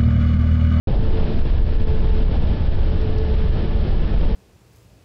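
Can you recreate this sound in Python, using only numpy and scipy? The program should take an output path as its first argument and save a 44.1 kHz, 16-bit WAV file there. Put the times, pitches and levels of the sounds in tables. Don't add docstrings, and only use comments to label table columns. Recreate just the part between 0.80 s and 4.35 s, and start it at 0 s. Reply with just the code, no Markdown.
import sys
import numpy as np
from scipy.fft import rfft, irfft, next_fast_len
from scipy.io import wavfile
from scipy.ndimage import uniform_filter1d, minimum_filter1d, map_coordinates

SR = 44100
rng = np.random.default_rng(int(sys.argv[2]) if len(sys.argv) > 2 else 0)


def dump(signal):
    limited = np.clip(np.atleast_2d(signal).T, -1, 1)
    pcm = np.round(limited * 32767).astype(np.int16)
    wavfile.write(sys.argv[1], SR, pcm)


N = 156555


def amp(db):
    return 10 ** (np.asarray(db) / 20)


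def unit(x):
    return x / np.sqrt(np.mean(x ** 2) + 1e-20)


def curve(rows):
    return np.interp(np.arange(N) / SR, *np.transpose(rows))


def wobble(rate):
    knots = rng.standard_normal(1024)
    return map_coordinates(knots, [np.arange(N) * rate / SR], mode="wrap")


def filtered(x, response):
    m = next_fast_len(N + 8192)
    gain = response(np.fft.rfftfreq(m, 1 / SR))
    return irfft(rfft(x, m) * gain, m)[:N]


def noise(spectrum):
    f, db = np.transpose(spectrum)
    f = np.r_[f[0] / 2, f, f[-1] * 2]
    db = np.r_[-120, db, -120]

    def response(hz):
        return amp(np.interp(np.log(hz + 1), np.log(f + 1), db))

    return unit(filtered(rng.standard_normal(N), response))


def tone(hz):
    cycles = np.cumsum(hz) / SR + rng.random()
    return np.sqrt(2) * np.sin(2 * np.pi * cycles)


def rumble():
    # (time [s], level [dB])
    rumble_level = [(.12, -14), (.45, -14), (1.2, -14), (2.0, -13.5), (2.5, -15), (3.0, -15.5), (3.5, -13)]
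    # (frequency [Hz], relative density [dB per Hz])
    rumble_spectrum = [(6, -17), (14, 5.5), (21, 1), (29, 1), (42, 0.5), (53, -5.5), (67, -2), (80, -7),
                       (100, -11), (125, -17.5), (200, -42), (400, -83.5)]
    return amp(curve(rumble_level)) * noise(rumble_spectrum)


def tyres():
    # (time [s], level [dB])
    roar_level = [(0.12, -25.5), (0.22, -29.5), (0.35, -27), (0.6, -28.5), (0.9, -30.9), (1.3, -30.5),
                  (1.62, -27.5), (1.85, -32), (1.97, -28.5), (2.2, -30.5), (2.68, -30.5), (2.8, -27),
                  (2.86, -28.5), (3.0, -30.5), (3.09, -27.0), (3.17, -31), (3.5, -27)]
    # (frequency [Hz], relative density [dB per Hz])
    roar_spectrum = [(70, -27), (130, 1), (185, 1), (260, -6), (400, -8), (510, -10.5), (700, -15),
                     (900, -19), (1100, -29), (2000, -57)]
    # (frequency [Hz], width of one resonator [Hz], level about which it swells [dB])
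    cabin = [(132.4, 11, -36), (169.6, 30, -39), (336.2, 32, -44), (373, 15, -48.5), (579, 60, -47)]
    level_db = curve(roar_level)
    unevenness_db = 0.65 * wobble(35)
    roar = amp(level_db + 0.5 + unevenness_db) * noise(roar_spectrum)
    swell_db = level_db - level_db.mean()
    for fc, width, db in cabin:
        def resonance(f):
            return (f * width / (fc * fc - f * f + 1j * f * width)) ** 2

        ring = filtered(rng.standard_normal(N), resonance)
        roar = roar + amp(db + swell_db) * unit(ring)
    return roar


def drivetrain():
    # (time [s], pitch [Hz])
    whine_pitch = [(.1, 442), (.45, 442.5), (1.0, 440.3), (1.5, 438.6), (2.0, 438.4), (2.5, 434.3),
                   (3.0, 436.8), (3.5, 438)]
    # (time [s], level [dB])
    whine_level = [(.15, -41), (.37, -32.5), (.85, -42), (1.1, -35), (1.5, -35.5), (1.85, -48),
                   (2.2, -37.5), (2.52, -33), (2.9, -40), (3.15, -42), (3.5, -39)]
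    # (time [s], level [dB])
    overtone_level = [(.1, -56), (.9, -52.5), (1.55, -48), (2.1, -54), (3.5, -55.5)]
    hz = curve(whine_pitch) + 2.8 * wobble(30)
    whine = amp(curve(whine_level) + 2.6 * wobble(22)) * tone(hz)
    rough_hz = hz / 2 + 4 * wobble(25)
    hum = amp(-39 + 3 * wobble(18)) * tone(rough_hz)
    overtone = amp(curve(overtone_level) + 3.5 * wobble(13)) * tone(2 * hz)
    return whine + hum + overtone


def hiss():
    # (time [s], level [dB])
    hiss_level = [(.12, -45.2), (.22, -45.8), (.37, -42.3), (.68, -43.8), (.8, -45.3), (1.1, -44.7),
                  (1.55, -43), (1.88, -45.6), (1.97, -44.6), (2.42, -45.3), (2.58, -43), (2.68, -45.6),
                  (2.8, -42.7), (2.86, -44.8), (3.0, -45.3), (3.09, -42.9), (3.16, -46.5), (3.25, -43.7),
                  (3.5, -43.8)]
    # (frequency [Hz], relative density [dB per Hz])
    hiss_spectrum = [(500, -21), (1000, 3.5), (1500, 3), (2000, -0.5), (2500, -0.5), (3100, 1), (4000, -4),
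                     (5200, -10), (5800, -20)]
    return amp(curve(hiss_level) + 1.5) * noise(hiss_spectrum)


def ticks():
    # (onset time [s], level before attack and decay [dB])
    tick_times = [(2.2125, -38.5), (2.3815, -31.5)]
    # (frequency [Hz], relative level [dB])
    tick_colour = [(1500, -20), (3000, -5), (4000, -1), (4800, 0), (6000, -9)]
    attack_s, t60_s = .0006, .022
    out = np.zeros(N)
    for onset_s, db in tick_times:
        t = np.maximum(np.arange(N) / SR - onset_s, 0)
        attack = 1 - np.exp(-t / attack_s)
        decay = amp(db - 60 * t / t60_s)
        out += decay * attack * noise(tick_colour)
    return out


def fan():
    # (frequency [Hz], level [dB])
    fan_tones = [(1721.4, -56.8), (1823.2, -63.5)]
    drift = 1 + 0.00068 * wobble(4)
    return sum(amp(db + 1.2 * wobble(7)) * tone(hz * drift) for hz, db in fan_tones)


def scene():
    return (rumble() + tyres() + drivetrain() + hiss() + ticks() + fan())[None]


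def record(dry):
    x = dry[0]
    limit_db, hold_s, look_s = -8, 0.02, 0.003
    clip_db, clip_knee = -7, 3.7
    start_s, top_hz = .072, 5900

    needed = np.minimum(1, amp(limit_db) / (np.abs(x) + 1e-9))
    look, hold = int(look_s * SR), int(hold_s * SR)
    held = minimum_filter1d(needed, look + hold, origin=hold // 2 - 1)
    x = x * uniform_filter1d(held, look)

    x = x / (1 + np.abs(x / amp(clip_db)) ** clip_knee) ** (1 / clip_knee)
    running = np.clip((np.arange(N) / SR - start_s) / .002, 0, 1)  # silent, then a 2 ms fade-in
    return filtered(x * running, lambda hz: 1 / np.sqrt(1 + (hz / top_hz) ** 80))[None]


dry = scene()
out = record(dry)
dump(out)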